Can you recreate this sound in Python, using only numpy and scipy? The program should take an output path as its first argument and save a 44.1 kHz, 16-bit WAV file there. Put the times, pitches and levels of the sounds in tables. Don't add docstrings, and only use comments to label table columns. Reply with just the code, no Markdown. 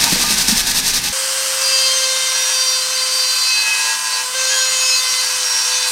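import sys
import numpy as np
from scipy import signal
from scipy.fft import rfft, irfft
from scipy.io import wavfile

SR = 44100
rng = np.random.default_rng(int(sys.argv[2]) if len(sys.argv) > 2 else 0)


def pcm_store(signal):
    levels = np.round(np.clip(np.atleast_2d(signal), -1, 1) * 32767)
    wavfile.write(sys.argv[1], SR, levels.astype(np.int16).T)


N = 260983
TIME = np.arange(N) / SR
GRINDER_START_S, CUT_S = 1.125, 4.344
MAINS_RIPPLE_HZ = 100

# shaft multiple, relative level in dB.
STRIKE_LINES = [(2, -39.5), (3, -45), (4, -42.5), (5, -37.5), (6, -41), (7, -36.5), (8, -31), (9, -32),
                (10, -36), (11, -34), (12, -33), (13, -39)]
# start and end in seconds, driving shaft multiple, relative level in dB.
WALL_RINGS = [(1.6, 1.827, 5, -29), (1.607, 1.903, 9, -19.5), (1.71, 1.978, 6, -27), (1.8, 2.44, 4, -35),
              (1.993, 2.44, 3, -35.5), (2.0, 2.78, 7, -32), (2.38, 2.76, 11, -24), (2.528, 2.807, 9, -19.5),
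              (2.984, 3.633, 9, -21), (3.196, 3.62, 8, -24.5), (3.46, 3.815, 5, -21.5),
              (3.755, 4.334, 2, -33), (4.3, 4.674, 3, -29), (4.3, 4.7, 8, -31.5), (4.456, 5.0, 13, -23),
              (4.76, 4.982, 5, -26.5), (4.82, 4.955, 10, -20.2), (4.83, 5.3, 9, -26.5),
              (4.98, 5.25, 4, -33), (5.423, 5.674, 11, -22)]

def singing_rim(shaft):
    touch_db = np.interp(TIME, [1.55, 1.75], [-6, 0])
    bouncing = np.minimum(sum(window(start, end, edge_s=0.035) for start, end, _, _ in BOUNCE_RUNS), 1)
    after_cut = TIME >= CUT_S
    strike_db = 1.14 * bite_db() + touch_db - 3.5 * bouncing + after_cut - 2.5
    torque_ripple = 0.0079 * np.sin(2 * np.pi * MAINS_RIPPLE_HZ * TIME)
    skid = 0.032 * walk(27) + 0.01 * walk(200)
    contact = shaft + torque_ripple + skid
    rings, out = [], 0
    for start, end, sung, db in WALL_RINGS:
        same_side = after_cut == ((start + end) / 2 > CUT_S)
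        growth_db = np.interp(TIME, [start, end], [-1.75, 1.75])
        rings.append((round(sung), same_side * undb(db + growth_db) * window(start, end, edge_s=0.082)))
    for multiple, db in STRIKE_LINES:
        k = round(multiple)
        strike = undb(db + strike_db + 2 * walk(4.9) + 3.3 * walk(19))
        ring_power = sum((gain * undb(-16 * abs(sung - k))) ** 2
                         for sung, gain in rings if abs(sung - k) <= 1)
        power = strike ** 2 + ring_power * undb(2 * walk(25)) ** 2
        out += np.sqrt(2 * power) * np.sin(k * contact + rng.uniform(0, 2 * np.pi))
    return out

# start and end in seconds, bounce rate in Hz, relative level in dB.
BOUNCE_RUNS = [(2.33, 2.53, 120, -28.5), (3.556, 3.766, 127, -28), (3.754, 3.928, 112, -25.5),
               (3.935, 4.23, 112.3, -30.5), (4.504, 4.602, 102.4, -26.5), (5.22, 5.68, 105.8, -34.5),
               (5.68, 5.95, 106.9, -30)]
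# frequency in Hz, width in Hz, gain in dB.
WALL_MODES = [(906, 29, 9), (1654, 39, 15.5), (1913, 66, 8.5), (2470, 73, 7), (2660, 50, 12.5),
              (3230, 9.5, 18), (3950, 130, 5), (4670, 380, 9), (5630, 330, 9.5), (6320, 100, 8.5),
              (6450, 120, -1), (9800, 200, 3)]

def chatter(shaft):
    contact = shaft + 0.05 * walk(30)
    strikes = sum(np.cos(k * contact + rng.uniform(0, 2 * np.pi)) for k in range(1, 20))
    wander, bounces = 0.011 * walk(11.4), 0
    for start, end, hz, db in BOUNCE_RUNS:
        bounce = phase(hz * (1 + wander))
        pulse = np.cos(bounce) + 0.5 * np.cos(2 * bounce)
        bounces += undb(db) * window(start, end, edge_s=0.047) * pulse
    rattle = resonate(strikes * bounces * undb(2.5 * walk(11)), WALL_MODES)
    return undb(4.5) * rattle / np.std(resonate(strikes, WALL_MODES))

# start and end in seconds, relative level in dB.
SHARP_EDGES = [(2.37, 2.747, -46.5), (3.126, 3.5, -46.5), (3.75, 3.953, -47), (4.7, 5.7, -49),
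               (5.873, 6, -37)]

def squeal(shaft):
    gain = undb(bite_db() - 54)
    for start, end, db in SHARP_EDGES:
        gain += undb(db) * window(start, end, edge_s=0.015)
    contact, lines = shaft + 0.016 * walk(30), 0
    for multiple in range(14, 31):
        db = 1 - 1.15 * max(multiple - 20, -3) + 3.5 * walk(8)
        lines += undb(db) * np.sin(multiple * contact + rng.uniform(0, 2 * np.pi))
    return gain * lines

# frequency in Hz, gain in dB.
RASP_SPECTRUM = [(400, -28), (750, -15), (950, 3), (1300, -6), (2600, 0.5), (3300, 1.5), (4200, 8),
                 (5600, 6.5), (6600, 4.5), (7300, -1.5), (8800, 3.5), (10500, -22), (16000, -31)]

def rasp(shaft):
    chips = grit(per_second=14000, spread_db=3) * (1 + 0.5 * np.cos(shaft))
    return colour(chips, RASP_SPECTRUM) * undb(bite_db() - 27 + walk(36))

# centre in seconds, half length in seconds, depth in dB.
HAND_EASES = [(2.877, 0.39, 2.5), (3.663, .14, 2), (4.017, .08, 6.5), (4.294, 0.085, 8.5),
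              (4.933, 0.12, 1.5), (5.495, 0.1, 2.5), (5.92, 0.079, 2)]

def bite_db():
    held = np.interp(TIME, [1.35, 2], [1, 4.5])
    return held - sum(db * np.exp(-((TIME - at) / half_s) ** 2) for at, half_s, db in HAND_EASES)

# time in seconds, turns per second.
SHAFT_SPEED = [(1.62, 530.5), (2.15, 523.4), (2.65, 518.7), (3.12, 517.8), (3.58, 514.1), (3.78, 510.0),
               (4.342, 506.3), (4.346, 521.8), (4.7, 519.7), (4.95, 515.1), (5.4, 509.4), (5.92, 506.8)]
# time in seconds, level in dB.
HUM_BEFORE_CUT = [(1.15, -34.5), (2.14, -31), (2.21, -37), (3.22, -36.5), (3.48, -52.5), (3.9, -43.5),
                  (3.99, -62), (4.15, -45), (4.32, -42)]
# time in seconds, level in dB.
HUM_AFTER_CUT = [(4.37, -32.5), (4.938, -38), (4.976, -45.5), (5.436, -39), (5.64, -51), (5.678, -39),
                 (5.918, -39.5)]

def motor(shaft):
    hum_db = np.where(TIME < CUT_S, curve(HUM_BEFORE_CUT), curve(HUM_AFTER_CUT))
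    overtones = undb(-38.5) * sum(np.sin(k * shaft) for k in (3, 6, 9))
    whine = undb(-40.5 + 2.5 * walk(12)) * np.sin(24 * shaft)
    free_running = np.interp(curve(SHAFT_SPEED), [510, 530], [0.55, 1])
    return np.sqrt(2) * (undb(hum_db) * np.sin(shaft) + free_running * (overtones + whine))

# time in seconds, relative level in dB.
HISS_LEVEL = [(1.13, -29), (1.7, -28.5), (2.2, -31), (4.2, -32.5), (4.7, -31.5), (5.9, -31.5)]
# frequency in Hz, gain in dB.
VENT_SPECTRUM = [(250, -24), (450, -14.5), (640, -10), (800, -10.5), (950, -6.5), (1550, -2.5), (2100, -7),
                 (3000, -3), (4000, -12.5), (4900, -1), (6200, -1.5), (7300, -3.5), (8600, 0.5),
                 (10500, -9), (13000, -14), (16000, -21)]

def cooling_air():
    ripple = 1 + 0.12 * np.sin(2 * np.pi * MAINS_RIPPLE_HZ * TIME)
    return colour(noise(), VENT_SPECTRUM) * undb(curve(HISS_LEVEL) + 8) * ripple

# time in seconds, relative level in dB.
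ARM_PRESSURE = [(0, -11.5), (.58, -11), (.69, -13.5), (.78, -11.5), (.97, -11.5), (1.06, -14.5)]
# start in seconds, relative level in dB.
GRIT_CATCHES = [(.04, -12), (0.482, -13)]
# frequency in Hz, gain in dB.
PAD_SPECTRUM = [(500, -45), (1000, -25), (1700, -22), (3000, -8.5), (3800, 0.5), (4600, 2.5), (6100, 2.5),
                (7200, -3.5), (8900, -0.5), (10500, -8.5), (13300, -8.5), (16000, -20)]
# frequency in Hz, gain in dB.
BACKING_SPECTRUM = [(200, -3), (400, -4), (620, -7), (1000, -2), (1350, -4.5), (1700, 3.5), (2700, 0),
                    (4000, 1), (9000, -15), (16000, -30)]
# frequency in Hz, width in Hz, gain in dB.
CASTING_MODES = [(722, 7.5, -3), (827, 6.6, 0.5), (925, 14, 0.5), (1206, 6.1, 0.5), (1535, 27, -4),
                 (1690, 11, -1), (2590, 120, -4)]

def scrubbing(stroke_s=0.069, period_s=0.0936, return_lag_s=0.0098):
    k = np.arange(12)
    centres_s = 0.027 + k * period_s + k % 2 * return_lag_s
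    strokes = sum(window(at - stroke_s / 2, at + stroke_s / 2, edge_s=0.033) for at in centres_s)
    drag = undb(-14 - 7 * TIME)
    force = np.maximum(drag, undb(curve(ARM_PRESSURE)) * strokes)
    for start, db in GRIT_CATCHES:
        force += undb(db) * fade(start, decay_s=0.0063)
    scrape = grit(per_second=24000, spread_db=-0.5) * force * undb(0.81 * walk(59))
    hiss = undb(-3.5) * colour(scrape, PAD_SPECTRUM) * np.std(scrape)
    friction = noise() * np.sqrt(force) * undb(-2.5 * TIME)
    rub = undb(-15.5) * colour(friction, BACKING_SPECTRUM) * np.std(friction)
    return hiss + rub + undb(-4.5) * resonate(friction, CASTING_MODES)

# start in seconds, thud drive in dB, clang drive in dB.
BENCH_KNOCKS = [(.005, -22, -28), (0.061, -22, -9.5), (.122, -9, -25), (.239, -19, -7.5), (.304, -20, -29),
                (0.483, -12, -32)]
# frequency in Hz, width in Hz, gain in dB.
BENCH_MODES = [(193, 20, -3.5), (224, 25, -1), (487, 18, -11.5)]

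def bench(rebound_s=0.036, loss_db=4.5):
    thud_drive = sum(undb(db - k * loss_db) * fade(start + k * rebound_s, decay_s=0.0092)
                     for start, db, _ in BENCH_KNOCKS for k in range(3))
    clang_drive = sum(undb(db) * fade(start, decay_s=0.011) for start, _, db in BENCH_KNOCKS)
    thuds = undb(22) * resonate(noise() * thud_drive, BENCH_MODES)
    clangs = undb(16.5) * resonate(noise() * clang_drive, CASTING_MODES[:4])
    return thuds + clangs

# frequency in Hz, gain in dB.
RUMBLE_SPECTRUM = [(8.8, -32), (15, 9), (32, 9.5), (101, -8), (178, 4), (222, -0.5), (258, 4), (284, -12),
                   (400, -21), (520, -39), (880, -120)]

def rumble():
    return undb(-34.5) * colour(noise(), RUMBLE_SPECTRUM)

# start and end in seconds, frequency in Hz, level in dB.
MACHINE_HUMS = [(1.1, 4.33, 47, -63.5), (4.34, 8.1, 85, -62.5), (4.34, 6, 160, -70)]
# frequency in Hz, gain in dB.
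MURMUR_SPECTRUM = [(20, -12), (40, -10.5), (90, -1.5), (150, -5.5), (220, 0), (400, -10), (900, -16.5)]

def shop():
    hums = 0
    for start, end, hz, db in MACHINE_HUMS:
        tone = np.sin(phase(hz * (1 + 0.016 * walk(6.4))))
        hums += undb(db) * window(start, end, edge_s=0.03) * tone
    return np.sqrt(2) * hums + undb(-55.5) * colour(noise(), MURMUR_SPECTRUM)

def room(x, wet_db, t60_s):
    tail = rng.standard_normal(SR // 4) * undb(-60 * TIME[:SR // 4] / t60_s)
    wet = signal.fftconvolve(x, tail / np.linalg.norm(tail))[:N]
    return (x + undb(wet_db) * wet) / np.hypot(1, undb(wet_db))

def undb(db):
    return 10 ** (np.asarray(db) / 20)

def unit_rms(x):
    return x / np.sqrt(np.mean(x ** 2))

def curve(rows):
    return np.interp(TIME, *np.transpose(rows))

def window(start, end, edge_s):
    return np.clip(np.minimum(TIME - start, end - TIME) / edge_s + 0.5, 0, 1)

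def fade(start, decay_s):
    return (TIME >= start) * np.exp(-np.abs(TIME - start) / decay_s)

def noise():
    return rng.standard_normal(N)

def walk(rate_hz):
    hz = np.arange(N // 2 + 1) * SR / N
    return unit_rms(irfft(rfft(noise()) / (1 + (hz / rate_hz) ** 4), N))

def colour(x, spectrum):
    hz, db = np.transpose(spectrum)
    bins_hz = np.maximum(np.arange(N // 2 + 1) * SR / N, 1)
    gain = undb(np.interp(np.log(bins_hz), np.log(hz), db))
    return unit_rms(irfft(rfft(x) * gain, N))

def resonate(x, modes):
    return sum(undb(db) * signal.lfilter(*signal.iirpeak(hz, hz / width, SR), x)
               for hz, width, db in modes)

def grit(per_second, spread_db):
    hits = rng.random(N) < per_second / SR
    return unit_rms(hits * noise() * undb(spread_db * np.minimum(rng.exponential(size=N), 5)))

def phase(hz):
    return 2 * np.pi * np.cumsum(hz) / SR

def scene():
    shaft = phase(curve(SHAFT_SPEED) * (1 + 0.00042 * walk(8.5)))
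    hiss = room(cooling_air() + rasp(shaft), wet_db=-9, t60_s=0.12)
    grinding = motor(shaft) + singing_rim(shaft) + squeal(shaft) + chatter(shaft) + hiss
    grinder_on = np.clip((TIME - GRINDER_START_S) / 0.002, 0, 1)
    mono = (1 - grinder_on) * (scrubbing() + bench() + rumble()) + grinder_on * grinding + shop()
    return np.array([mono, mono])

def record(dry):
    lowpass = signal.ellip(10, 0.05, 60, 15800, fs=SR, output="sos")
    return signal.sosfiltfilt(lowpass, np.clip(dry, -1, 1))

dry = scene()
out = record(dry)
pcm_store(out)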